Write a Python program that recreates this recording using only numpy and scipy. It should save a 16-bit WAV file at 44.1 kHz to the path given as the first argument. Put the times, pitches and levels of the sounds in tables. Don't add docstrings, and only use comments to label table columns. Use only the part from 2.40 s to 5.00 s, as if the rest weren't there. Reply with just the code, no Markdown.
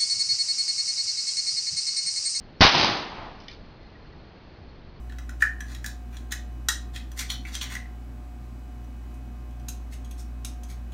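import sys
import numpy as np
from scipy import signal
from scipy.fft import rfft, irfft, next_fast_len
from scipy.io import wavfile
from scipy.ndimage import map_coordinates

SR = 44100
rng = np.random.default_rng(int(sys.argv[2]) if len(sys.argv) > 2 else 0)


def voltage_ratio(decibels):
    exponent = np.asarray(decibels, float) / 20
    return 10 ** exponent


def unload_audio(sound):
    columns = np.transpose(np.atleast_2d(sound))
    steps = np.round(np.clip(columns, -1, 1) * 32767)
    wavfile.write(sys.argv[1], SR, steps.astype(np.int16))


N = 114660

# start_s, strength_db, push_s (pressure push length), near_db (near wall scatter, rms)
SHOT_LIST = [
    (.2076, 6, .0026, -6.5),
    (.2186, 3, .003, -7.5),
    (.2497, 2, .0022, -11),
    (.2672, -7, .001, -19),
]
# freq_hz, density_db (per Hz)
TREE_COLOUR = [(24, -51), (40, -26), (97, -5), (318, -2.5), (510, -8), (851, -0.5), (1610, -8), (4770, -5),
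               (5400, -8.5), (7020, -44.5), (11900, -120)]
# time_s, pitch_hz
CRICKET_PITCH = [(0, 4295), (1.2, 4320), (1.4, 4235), (1.7, 4290), (2, 4310), (2.6, 4310)]


def unit(x):
    return x / np.sqrt(np.mean(x ** 2) + 1e-20)


def along(points, hz):
    f, v = np.transpose(points)
    return np.interp(np.log(hz + 1), np.log(f + 1), v)


def wobble(rate):
    knots = rng.standard_normal(int(N * rate / SR) + 4)
    return map_coordinates(knots, [np.arange(N) * rate / SR])


def filtered(x, response):
    m = next_fast_len(N + SR // 2)
    return irfft(rfft(x, m) * response(np.fft.rfftfreq(m, 1 / SR)), m)[..., :N]


def coloured(noise, spectrum):
    return unit(filtered(noise, lambda f: voltage_ratio(along(spectrum, f))))


def add(out, s, piece):
    start = max(round(s * SR), 0)
    out[start:start + len(piece)] += piece[:len(out) - start]


def scatter(spectrum, t60, rise_s, hold_s, lumpy_db):
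    grit = coloured(rng.standard_normal(N) * voltage_ratio(lumpy_db * wobble(250)), spectrum)
    hz, t, z = signal.stft(grit, SR, nperseg=256)
    decay_s = np.maximum(t - rise_s - hold_s, 0)
    z = z * voltage_ratio(-60 * decay_s / along(t60, hz)[:, None])
    fading = signal.istft(z, SR, nperseg=256)[1]
    return fading[:N] * np.clip(np.arange(N) / SR / rise_s, 0, 1)


def muzzle_blasts():
    crack_db, crack_t60 = -1.5, 0.0094
    out, t = np.zeros(N), np.arange(SR // 20) / SR
    for s, db, push_s, _ in SHOT_LIST:
        u = t / push_s
        push = (1 - u) * np.exp(-1.5 * u * u)
        crack = voltage_ratio(crack_db - 60 * t / crack_t60) * rng.standard_normal(len(t))
        add(out, s, voltage_ratio(db) * (push + crack))
    return out


def near_walls():
    # freq_hz, density_db (per Hz)
    wall_colour = [(24, -34), (40, -9.5), (340, -11), (520, -14), (784, -3.5), (1750, -10.5), (4220, -10),
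                   (5400, -12), (7000, -43)]
    # freq_hz, t60_s
    wall_decay = [(100, .14), (400, .2), (900, .25), (2000, .28), (4500, .3)]
    out = np.zeros(N)
    for s, _, _, near_db in SHOT_LIST:
        add(out, s, voltage_ratio(near_db) * scatter(wall_colour, wall_decay, rise_s=.004, hold_s=0, lumpy_db=1))
    return out


def tree_line():
    # freq_hz, t60_s
    tree_decay = [(60, 0.65), (250, 1), (900, 0.93), (2000, 0.81), (5000, 0.64)]
    level_db, delay_s = -25, .09
    out = np.zeros(N)
    for s, db, _, _ in SHOT_LIST:
        wash = scatter(TREE_COLOUR, tree_decay, rise_s=0.036, hold_s=0.086, lumpy_db=1.0)
        add(out, s + delay_s, voltage_ratio(db / 2 + level_db) * wash)
    return out


def far_buildings():
    # freq_hz, density_db (per Hz)
    far_colour = [(100, -9.5), (400, -8.5), (750, 0.5), (1050, 0), (1400, -8), (4000, -18), (5500, -23)]
    # freq_hz, t60_s
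    far_decay = [(300, 1), (1000, 0.72), (3000, 1)]
    level_db, delay_s = -45, .49
    out = np.zeros(N)
    for s, db, _, _ in SHOT_LIST:
        wash = scatter(far_colour, far_decay, rise_s=0.023, hold_s=0.099, lumpy_db=2.0)
        add(out, s + delay_s, voltage_ratio(db / 2 + level_db) * wash)
    return out


def slaps():
    # start_s, level_db, t60_s
    slap_list = [
        (0.327, -21, 0.025),
        (.348, -15, 0.066),
        (0.393, -22, .02),
        (.397, -14, .02),
        (0.412, -11, 0.018),
        (.431, -11.5, 0.013),
        (.446, -14, 0.015),
        (0.489, -31, 0.0069),
        (0.526, -28.5, 0.011),
        (.555, -29, 0.012),
    ]
    out, t = np.zeros(N), np.arange(SR // 20) / SR
    grit = coloured(rng.standard_normal(N), TREE_COLOUR)
    for s, db, t60 in slap_list:
        add(out, s, voltage_ratio(db - 60 * t / t60) * grit[round(s * SR):][:len(t)])
    return out


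def bolts():
    # start_s, peak_db, struck_hz (pitch of the part that is struck)
    click_list = [(0.2001, -37, 4900), (1.0017, -39.5, 5400), (1.003, -44, 3000), (1.02, -44.5, 5400),
                  (1.034, -49, 5400), (1.043, -47, 4000), (1.082, -28, 3050), (1.0822, -29.5, 4950),
                  (1.0835, -34, 2100), (1.096, -38, 2350), (1.111, -39, 4270), (1.114, -34, 4000),
                  (1.1144, -41, 2420), (1.127, -40, 4480), (1.1317, -42, 4680), (1.147, -43, 4460)]
    # pitch_hz, level_db, t60_s
    bolt_modes = [(1860, -4.5, 0.044), (2374, -1.5, 0.052), (3050, 2.5, 0.014), (3680, 1.5, .025),
                  (4375, -1.5, .03), (4950, 1.5, 0.034), (5400, -7, .03)]
    # freq_hz, density_db (per Hz)
    rattle_colour = [(1000, -35), (1800, -7), (3000, -8), (5000, -2)]
    spread_db, detune = -7, .03
    rattle_db, rattle_t60 = -10, .05
    struck_db, struck_t60 = -5, .03
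    room_db, room_t60 = -6, .22
    out, t = np.zeros(N), np.arange(SR // 5) / SR
    grit = coloured(rng.standard_normal(N), rattle_colour)
    for s, db, struck_hz in click_list:
        ring = np.zeros(len(t))
        for hz, mode_db, t60 in bolt_modes:
            level_luck, pitch_luck = rng.standard_normal(2)
            start_db = mode_db + 3.8 * level_luck + spread_db * abs(np.log2(hz / struck_hz))
            ring += voltage_ratio(start_db - 60 * t / t60) * np.sin(2 * np.pi * hz * (1 + detune * pitch_luck) * t)
        rattle = voltage_ratio(rattle_db - 60 * t / rattle_t60) * grit[round(s * SR):][:len(t)]
        struck = voltage_ratio(struck_db - 60 * t / struck_t60) * np.sin(2 * np.pi * struck_hz * t)
        onset = 1 - np.exp(-t / 0.00048)
        add(out, s, voltage_ratio(db) * (voltage_ratio(-8) * ring + rattle + struck) * onset)
    tail = rng.standard_normal(len(t)) * voltage_ratio(-60 * t / room_t60) * np.clip(t / .01, 0, 1)
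    return out + voltage_ratio(room_db) * signal.fftconvolve(out, tail / np.linalg.norm(tail))[:N]


def note(hz, fall_hz, length_s):
    t = np.arange(round(length_s * SR)) / SR - length_s / 2
    swell = np.sqrt(2) * np.cos(np.pi * t / length_s) ** 2
    return swell * np.sin(2 * np.pi * (hz * t - fall_hz * t * t / 2))


def cricket():
    # middle_s, level_db
    chirp_list = [(.03, -70), (.07, -70), (.105, -68), (.17, -67), (1.225, -67), (1.315, -66), (1.42, -67),
                  (1.465, -66), (1.58, -69), (1.625, -66), (1.67, -67), (1.73, -64), (1.79, -67),
                  (1.978, -64), (2.105, -69), (2.163, -64), (2.228, -64), (2.295, -64), (2.358, -65),
                  (2.445, -69), (2.495, -64), (2.565, -64)]
    chirp_s = 0.043
    out = np.zeros(N)
    for s, db in chirp_list:
        hz = np.interp(s, *np.transpose(CRICKET_PITCH)) * (1 + 0.0017 * rng.standard_normal())
        add(out, s - chirp_s / 2, voltage_ratio(db) * note(hz, 600, chirp_s))
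    return out


def bird():
    # middle_s, level_db, pitch_hz, fall_hz_per_s
    pip_list = [
        (1.559, -51, 1910, 3000),
        (1.732, -54, 1940, 6000),
    ]
    pip_s = 0.023
    out = np.zeros(N)
    for s, db, hz, fall_hz in pip_list:
        add(out, s - pip_s / 2, voltage_ratio(db) * note(hz, fall_hz, pip_s))
    return out


def chorus():
    # time_s, level_db
    chorus_level = [(0, -69), (.2, -70), (1.2, -70), (1.8, -71), (1.9, -77), (2.6, -78)]
    t = np.arange(N) / SR
    hz = np.interp(t, *np.transpose(CRICKET_PITCH)) + 20 * wobble(40)
    phase = 2 * np.pi * np.cumsum(hz) / SR
    db = np.interp(t, *np.transpose(chorus_level)) + 2.3 * wobble(18)
    return voltage_ratio(db) * np.sqrt(2) * np.sin(phase)


def air():
    # freq_hz, density_db (per Hz)
    air_colour = [(8.8, -35.5), (15, 1), (119, -8), (303, -13.5), (1430, -26), (1920, -28), (3830, -33.5),
                  (4220, -31.5), (5400, -38.5), (7020, -71.5), (11900, -120)]
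    # time_s, level_db
    air_level = [(0, -44.5), (0.199, -44.5), (1.2, -43), (2, -44.5), (2.6, -44)]
    hush = coloured(rng.standard_normal(N), air_colour)
    bass = filtered(hush, lambda f: 1 / (1 + (f / 150) ** 4))
    mix = bass * voltage_ratio(1.3 * wobble(9)) + (hush - bass) * voltage_ratio(0.58 * wobble(3.9))
    return voltage_ratio(np.interp(np.arange(N) / SR, *np.transpose(air_level))) * mix


def scene():
    shots = muzzle_blasts() + near_walls() + tree_line() + far_buildings() + slaps()
    return (shots + bolts() + cricket() + bird() + chorus() + air())[None]


def band_limit(x):
    return signal.sosfilt(signal.butter(12, 7360, fs=SR, output="sos"), x)


def record(dry):
    # freq_hz, gain_db
    input_band = [(4800, -0.5), (5300, -3), (5500, -8), (5700, -39)]
    # freq_hz, gain_db
    output_band = [(4500, -1.5), (5500, -1.5), (6300, -18), (6900, -38), (7300, -60.5), (7600, -81.5)]
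    ceiling, hardness, skip, hiss_db = .58, 10, 4, -100
    kept = filtered(dry, lambda f: voltage_ratio(along(input_band, f)) * 1j * f / (12 + 1j * f))
    clipped = kept / (1 + np.abs(kept / ceiling) ** hardness) ** (1 / hardness)
    sparse = skip * clipped * (np.arange(N) % skip == 0)
    narrow = filtered(sparse, lambda f: voltage_ratio(along(output_band, f)) * (f < 9000))
    mix = narrow + voltage_ratio(hiss_db) * rng.standard_normal(N)
    return band_limit(mix)


dry = scene()
out = record(dry)
unload_audio(out)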